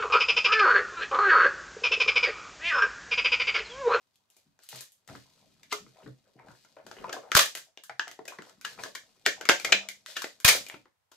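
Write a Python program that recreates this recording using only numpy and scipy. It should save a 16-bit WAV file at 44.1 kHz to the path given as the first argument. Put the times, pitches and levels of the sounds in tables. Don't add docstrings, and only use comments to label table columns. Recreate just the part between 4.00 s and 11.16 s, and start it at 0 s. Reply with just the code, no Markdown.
import sys
import numpy as np
from scipy import signal
from scipy.fft import rfft, irfft
from scipy.io import wavfile

SR = 44100
rng = np.random.default_rng(int(sys.argv[2]) if len(sys.argv) > 2 else 0)


def file_out(sig):
    cols = np.atleast_2d(sig).T
    lim = np.clip(cols, -1, 1)
    pcm = np.round(lim * 32767).astype(np.int16)
    wavfile.write(sys.argv[1], SR, pcm)


N = 315753
T = np.arange(N) / SR
HIT_SAMPLES = SR // 10
HIT_GAIN = np.sqrt(SR / 100)


def from_db(db):
    return 10 ** (np.asarray(db) / 20)


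def unit(x):
    return x / np.sqrt(np.sum(x ** 2, axis=-1, keepdims=True) + 1e-20)


def at_hz(points, hz):
    known_hz, values = np.transpose(points)
    return np.interp(np.log(np.maximum(hz, 1)), np.log(known_hz), values)


def add(track, time, sound):
    start = round(time * SR)
    track[start:start + len(sound)] += sound[:N - start]


def band(x, low_hz, high_hz, order=2):
    edges = [low_hz, min(high_hz, SR / 2 - 1000)]
    return signal.sosfilt(signal.butter(order, edges, "band", fs=SR, output="sos"), x)


def ring(x, hz, t60):
    radius, angle = np.exp(-np.log(1000) / (t60 * SR)), 2 * np.pi * hz / SR
    return signal.lfilter([0, np.sin(angle)], [1, -2 * radius * np.cos(angle), radius ** 2], x + 1e-18)


def coloured(x, eq, size=4096):
    cepstrum = irfft(np.log(from_db(at_hz(eq, np.fft.rfftfreq(size, 1 / SR)))))
    cepstrum[1:size // 2] *= 2
    cepstrum[size // 2 + 1:] = 0
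    impulse = irfft(np.exp(rfft(cepstrum)))
    return unit(signal.fftconvolve(x, impulse)[:N]) * np.sqrt(N)


def grains(per_s, spread_db):
    sizes = from_db(spread_db * np.minimum(rng.exponential(1, N), 4))
    return sizes * rng.choice([-1, 1], N) * (rng.random(N) < per_s / SR)


def strokes(cues, attack_s, t60):
    envelope = np.zeros(N)
    for time, length, level_db in cues:
        attack = np.clip((T - time) / attack_s, 0, 1)
        release = np.exp(-np.log(1000) * np.clip((T - time - length) / t60, 0, 2))
        envelope += from_db(level_db) * attack * release
    return envelope


# (frequency [Hz], gain [dB])
AIR_EQ = [(30, -28), (100, 1), (240, -23), (800, -7.5), (2800, -17), (8000, -22), (16000, -26)]

def room_tone():
    return np.array([coloured(rng.standard_normal(N), AIR_EQ) for _ in range(2)])


# (frequency [Hz], t60 [s])
REVERB_DECAY = [(120, 0.13), (400, 0.19), (1000, 0.16), (3500, 0.22), (7000, 0.27), (15000, 0.17)]
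# (frequency [Hz], left-right likeness [0-1])
REVERB_LIKENESS = [(100, 0.46), (350, 0.32), (750, 0.45), (1500, 0.035), (16000, 0.018)]

def workshop_reverb(send, build_s):
    t, impulse = T[:SR // 2], 0
    build = 1 - np.exp(-(t / build_s) ** 2)
    edges = np.geomspace(40, 18000, 19)
    for low, high in zip(edges, edges[1:]):
        hz = np.sqrt(low * high)
        alike = at_hz(REVERB_LIKENESS, hz)
        fade = build * from_db(-60 * t / at_hz(REVERB_DECAY, hz))
        mid, side = [unit(band(rng.standard_normal(len(t)) * fade, low, high, order=3)) for _ in range(2)]
        stereo = np.sqrt(1 + alike) * mid + np.sqrt(1 - alike) * side * [[1], [-1]]
        impulse += np.sqrt((high - low) / SR) * stereo
    return signal.fftconvolve(np.atleast_2d(send), impulse, axes=1)[:, :N]


def close_mics(x, scatter_db, pan_db):
    t = T[:SR // 200]
    scatter = unit(band(rng.standard_normal(len(t)) * np.exp(-t / 0.0026), 2300, 18000))
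    side = from_db(scatter_db) * signal.fftconvolve(x, scatter)[:N]
    return np.array([x + side, np.roll(x - side, 1)]) * from_db([[pan_db / 2], [-pan_db / 2]])


# (time [s], level [dB])
GRIP_FADER = [(0, -84.5), (0.95, -89.5), (1.2, -69.5), (2.2, -79.5), (3.3, -70), (3.62, -73), (3.74, -96),
              (3.9, -80.5), (5.2, -71), (6.75, -77), (7.0, -103)]

def effort(moves, t60, grip_db):
    held = from_db(np.interp(T, *np.transpose(GRIP_FADER)) + grip_db)
    return held + strokes(moves, attack_s=0.03, t60=t60)


# (time [s], length [s], level [dB])
RUMBLE_CUES = [(0.45, 0.015, -70), (0.715, 0.023, -64.5), (1.08, 0.03, -51.5), (1.38, 0.34, -81.5),
               (1.79, 0.055, -61), (2.02, 0.064, -58.5), (2.41, 0.076, -68), (2.82, 0.096, -67),
               (2.97, 0.062, -58), (4.52, 0.29, -75), (4.77, 0.033, -60), (5.33, 0.38, -74),
               (5.63, 0.095, -63), (6.54, 0.038, -60), (6.72, 0.054, -69)]
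# (frequency [Hz], gain [dB])
RUMBLE_EQ = [(30, -16), (70, -14.5), (120, -6), (220, -1.5), (400, -18.5), (1000, -64)]

def block_rumble():
    rumble = coloured(grains(per_s=550, spread_db=2.0), RUMBLE_EQ)
    return effort(RUMBLE_CUES, t60=0.25, grip_db=-5.0) * rumble


# (time [s], length [s], level [dB])
RUB_CUES = [(0.72, 0.012, -50), (1.09, 0.08, -58.5), (1.94, 0.12, -61.5), (2.23, 0.057, -75),
            (2.36, .18, -59.5), (2.765, 0.027, -52.5), (2.86, 0.026, -53), (2.95, 0.16, -50),
            (3.12, 0.037, -40), (3.2, .12, -60.5), (3.655, 0.013, -67), (4.28, 0.042, -48.5),
            (4.41, 0.1, -65.5), (4.65, 0.21, -60.5), (4.77, .09, -56.5), (5.33, 0.53, -60),
            (5.67, 0.017, -36.5), (6.07, 0.025, -56), (6.18, 0.042, -61), (6.7, 0.022, -47)]
# (frequency [Hz], gain [dB])
RUB_EQ = [(100, -37.5), (280, -15.5), (470, -3), (750, -2), (1050, -5.5), (1500, -7), (3000, -14),
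          (8000, -49)]

def finger_rubs():
    slips = sum(ring(grains(per_s=110, spread_db=8.0), hz, t60=16 / hz) * np.sqrt(hz)
                for hz in np.geomspace(260, 3000, 18))
    return effort(RUB_CUES, t60=0.093, grip_db=-5.0) * coloured(slips, RUB_EQ)


# (time [s], length [s], level [dB])
CRINKLE_CUES = [(0.3, 0.12, -79), (0.59, .09, -68), (0.69, 0.11, -52.5), (1.07, .1, -63),
                (1.685, 0.027, -61), (1.8, .3, -75.5), (2.45, .2, -74.5), (2.86, 0.26, -70.5),
                (3.1, .1, -71.5), (3.55, 0.061, -68), (3.83, 0.022, -80), (4.275, 0.028, -60),
                (4.41, 0.07, -69), (4.635, 0.088, -57.5), (4.78, .085, -55.5), (5.58, .13, -56),
                (6.06, .05, -50.5), (6.17, 0.077, -50.5), (6.62, .12, -68), (7.11, 0.017, -68)]
# (frequency [Hz], gain [dB])
CRINKLE_EQ = [(400, -30), (1000, -10.5), (1700, -7), (2600, -2.5), (4000, 1.5), (7000, -5), (8800, -10.5),
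              (14500, -13.5), (16000, -26.5)]

def film_crinkles():
    crush = effort(CRINKLE_CUES, t60=0.23, grip_db=-1.5)
    folds_per_s = 1500 * np.sqrt(crush / from_db(-61))
    folds = grains(folds_per_s, spread_db=3.5) / np.sqrt(folds_per_s)
    return crush * coloured(folds, CRINKLE_EQ)


def hit_push(length, ragged_db):
    jerks = rng.standard_normal(HIT_SAMPLES) * from_db(ragged_db * rng.standard_normal(HIT_SAMPLES))
    click = np.arange(HIT_SAMPLES) == round(length * SR / 4)
    progress = T[:HIT_SAMPLES] / length
    attack = 1 - np.exp(-progress / 0.073)
    return np.array([jerks * attack * np.exp(-2 * progress ** 2), click])


def shell(push, hz, t60, others_db):
    main = unit(ring(push, hz, t60))
    others = sum(unit(ring(push, hz * 2 ** octaves, t60)) * rng.choice([-1, 1])
                 for octaves in rng.uniform(-0.879, 0.854, 10))
    return unit(band(main + from_db(others_db) * unit(others), hz / 2, hz * 2))


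# (time [s], length [s], level [dB], ring pitch [Hz], clack against the level [dB])
KNOCK_CUES = [(0.727, 0.0044, -51, 802, 0), (1.087, 0.0065, -52, 834, 0.5), (1.096, 0.0051, -59, 880, 5.5),
              (1.151, 0.0047, -50, 275, 1), (1.864, 0.0018, -60.5, 314, -1),
              (2.06, 0.0099, -45.5, 307, -9.5), (2.071, .019, -49.5, 305, -12),
              (2.354, 0.0018, -58.5, 290, -34), (2.484, 0.0059, -55, 320, -0.5),
              (2.766, 0.0071, -48.5, 598, -10), (3.041, .006, -37.5, 876, -8.5),
              (3.164, 0.0089, -42.5, 506, -28), (3.895, 0.0063, -41.5, 825, 1.5),
              (4.071, 0.0048, -48.5, 690, -1.5), (4.19, .004, -43, 434, -8.5),
              (4.386, 0.0067, -45.5, 303, 2), (4.786, 0.02, -51.5, 665, 8), (6.549, 0.003, -37, 526, -5.5),
              (6.74, 0.012, -49, 300, 2.5), (6.855, 0.0062, -63.5, 506, 1)]
WEIGHT_OFF_S, THUD_LEANING_DB, THUD_LIFTED_DB = 2.6, -1.5, -23.5

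def knocks():
    direct, send = np.zeros(N), np.zeros(N)
    for time, length, level_db, hz, clack_db in KNOCK_CUES:
        thud_db = THUD_LEANING_DB if time < WEIGHT_OFF_S else THUD_LIFTED_DB
        push = hit_push(length, ragged_db=5.5)
        rings = shell(push, hz, t60=0.045, others_db=0.0)
        thud = unit(band(ring(push, hz=130, t60=0.16), 110, 180))
        tick = unit(band(push, 2100, 5200))
        clack = unit(shell(push, hz=1384, t60=0.0069, others_db=2.5) + from_db(-12.0) * tick)
        knock = rings + from_db(thud_db) * thud + from_db(clack_db) * clack
        ahead, around = from_db(level_db) * HIT_GAIN * knock
        add(direct, time, ahead)
        add(send, time, around)
    return direct, send


# (end time [s], rise [s], level [dB])
SWELL_CUES = [(1.724, 0.0093, -34.5), (3.129, 0.004, -43.5), (4.648, 0.0024, -42), (5.262, 0.0062, -32.5),
              (6.168, 0.0096, -39)]

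def fizzy_swells():
    swell = sum(from_db(level_db) * np.exp(-((T - time) / rise) ** 2) * (T < time)
                for time, rise, level_db in SWELL_CUES)
    fizz = unit(band(grains(per_s=6900, spread_db=-1.5), 1800, 4400)) * np.sqrt(N)
    return swell * fizz


# (time [s], pitch [Hz], level [dB], t60 [s])
FLAP_CUES = [(1.722, 417, -33.5, .22), (1.722, 1202, -25, 0.092), (1.726, 2085, -21.5, 0.05),
             (4.652, 1674, -35.5, .16), (5.263, 411, -27.5, 0.12), (5.265, 4370, -31.5, .14),
             (5.265, 1815, -27, .12), (5.722, 198, -44.5, .5)]

def flaps():
    out, t = np.zeros(N), T[:SR]
    for time, hz, level_db, t60 in FLAP_CUES:
        envelope = (1 - np.exp(-t * hz / 2)) * from_db(level_db - 60 * t / t60)
        add(out, time, envelope * np.sin(2 * np.pi * hz * t))
    return out


# (time [s], pitch [Hz], level [dB])
JOLT_CUES = [(3.351, 125.5, -14), (6.447, 100, -13)]

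def mic_jolts():
    out = np.zeros(N)
    for time, hz, level_db in JOLT_CUES:
        cycles = T[:HIT_SAMPLES] * hz
        swell = cycles ** 2 * np.exp(-cycles / 0.13)
        add(out, time, -from_db(level_db) * swell / swell.max() * np.sin(2 * np.pi * cycles))
    return band(out, 42, 3000) * from_db([[0], [-26]])


# (time [s], length [s], level [dB], t60 [s])
RIP_CUES = [(3.348, 0.028, -20, 0.2), (6.445, 0.037, -19, 0.24)]
# (frequency [Hz], gain [dB])
RIP_EQ = [(60, -21.5), (300, -13.5), (570, -0.5), (1070, -5), (1800, -1), (2300, -0.5), (3900, 1.5),
          (7000, -5), (8800, -8), (14800, -9.5), (16000, -23)]

def rips(stutter_db=10.5, stutters_per_s=160):
    stutter = np.interp(T * stutters_per_s, np.arange(N), rng.uniform(-1, 1, N))
    envelope = sum(strokes([cue], attack_s=0.0034, t60=t60) for *cue, t60 in RIP_CUES)
    centre, left, right = [coloured(grains(per_s=7000, spread_db=4.0), RIP_EQ) for _ in range(3)]
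    return from_db(stutter_db * stutter) * envelope * (0.5 * centre + 0.92 * np.array([left, right]))


# (time [s], length [s], level [dB], ring pitch [Hz], body [dB], brightness [dB])
CRACK_CUES = [(0.157, 0.00087, -73.5, 3300, -21, -2), (0.301, 0.0018, -72, 3600, -10, 3.5),
              (0.366, 0.0036, -73, 2420, 1.5, 6.5), (0.59, 0.0024, -67, 1480, 0, -10),
              (0.635, 0.0023, -71.5, 1310, -18, 9), (0.689, 0.0012, -59.5, 2950, -12, 9.5),
              (0.757, 0.0055, -58.5, 2340, 1, 5.5), (0.808, 0.0012, -58.5, 1680, -5, 10),
              (0.92, 0.00087, -81.5, 3100, -8, 16.5), (1.076, 0.0032, -60, 2000, -4, -1.5),
              (1.631, 0.0058, -57.5, 2280, -11, -10), (1.725, 0.0071, -33, 1290, -7.5, -9.5),
              (2.647, 0.0053, -64, 1370, -2.5, -12), (2.865, 0.0058, -54.5, 1450, 4.5, -8),
              (2.913, 0.0023, -48.5, 1310, 1, -15.5), (3.093, 0.0085, -40, 1320, -2.5, -29),
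              (3.127, 0.0082, -38, 1630, -5, -11.5), (3.317, 0.0026, -27.5, 1300, -16, -18.5),
              (3.3515, .002, -17.5, 1670, -16.5, -15.5), (3.365, 0.0053, -21, 1140, -17, -10),
              (3.39, 0.0086, -19.5, 1826, -22.5, -10), (3.551, 0.0023, -43, 1960, -8.5, -1.5),
              (3.573, 0.0022, -50.5, 1620, -20.5, 1.5), (3.774, 0.0021, -49.5, 2850, -6, -20),
              (3.836, 0.0039, -60.5, 1700, -29, 6), (3.9948, 0.0025, -25.5, 1690, -20.5, -30),
              (4.079, 0.0019, -46.5, 2020, -9, -12), (4.113, 0.0035, -52, 1960, -7, -6),
              (4.253, 0.0048, -54, 1940, -1, -9), (4.278, 0.0096, -44, 2520, -6, -7),
              (4.421, 0.0019, -53, 1390, -6.5, -14.5), (4.451, 0.0023, -62.5, 1410, -14, -18),
              (4.495, .002, -60.5, 1370, -4, -7.5), (4.612, 0.0013, -57, 1520, -15, -2.5),
              (4.648, 0.007, -35, 1740, -16.5, -15), (4.836, 0.0024, -39, 1680, -5, -11),
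              (4.95, .009, -39.5, 1820, -13, -10), (5.262, 0.003, -20, 1810, -8.5, -16),
              (5.41, .006, -41, 1500, -2, -14.5), (5.453, .003, -38.5, 2160, -14.5, -15),
              (5.489, 0.0027, -17, 2170, -8, -13.5), (5.4945, 0.0028, -16, 1580, -5.5, -25),
              (5.598, 0.0028, -43, 2330, -27, -7.5), (5.646, .009, -27.5, 2156, -9.5, -14),
              (5.721, .011, -14, 2460, -13.5, -24.5), (5.887, 0.0021, -40.5, 2260, -16.5, -6),
              (6.061, 0.0018, -47, 2000, -18, -9), (6.166, 0.0096, -33, 1830, -13, -14.5),
              (6.219, 0.0053, -39.5, 1580, -31, -7), (6.242, 0.0037, -35.5, 1980, -1.5, -28.5),
              (6.401, 0.0018, -57.5, 1630, -11.5, 2), (6.449, 0.0029, -24, 1790, -18, -1.5),
              (6.486, .008, -19, 2360, -35, -7.5), (6.665, 0.0013, -49.5, 2430, -11, -9),
              (6.686, .001, -58.5, 2840, -4, 5), (6.698, 0.0029, -41, 2330, -13, -33),
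              (7.115, 0.011, -61.5, 1425, -3, -5)]

def cracks():
    direct, send = np.zeros(N), np.zeros(N)
    for time, length, level_db, hz, body_db, bright_db in CRACK_CUES:
        bite_db, send_db = 1.5 + 0.38 * bright_db, 2.5 + 0.2 * bright_db
        push = hit_push(length, ragged_db=3.5)
        modes = shell(push, hz, t60=0.011, others_db=-2.0)
        rings = unit(modes + from_db(-9.0) * unit(band(push, 1400, 2700)))
        body = unit(band(push, 320, 850))
        bite = unit(band(band(push, 2700, 7700, order=6), 2600, 6000, order=1))
        fizz = unit(band(push, 6730, 14000, order=3))
        crack = rings + from_db(body_db) * body + from_db(bite_db) * bite + from_db(bright_db) * fizz
        ahead, around = from_db(level_db) * HIT_GAIN * crack
        add(direct, time, ahead)
        add(send, time, from_db(send_db) * around)
    return direct, send


def scene():
    cracking, crack_send = cracks()
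    knocking, knock_send = knocks()
    textures = block_rumble() + finger_rubs() + film_crinkles() + fizzy_swells()
    tearing = rips()
    close = close_mics(cracking + knocking + flaps() + textures, scatter_db=-8.5, pan_db=4.5)
    send = crack_send + from_db(-1.5) * knock_send + from_db(0.5) * textures + from_db(-3.0) * tearing
    reverb = workshop_reverb(send, build_s=0.00088)
    return from_db(-80.5) * room_tone() + reverb + mic_jolts() + tearing + close


def record(dry):
    ceiling, cutoff_hz = 0.9, 15650
    rounded = dry / (1 + (dry / ceiling) ** 4) ** (1 / 4)
    return signal.sosfilt(signal.ellip(10, 0.3, 80, cutoff_hz, fs=SR, output="sos"), rounded)


dry = scene()
out = record(dry)
file_out(out)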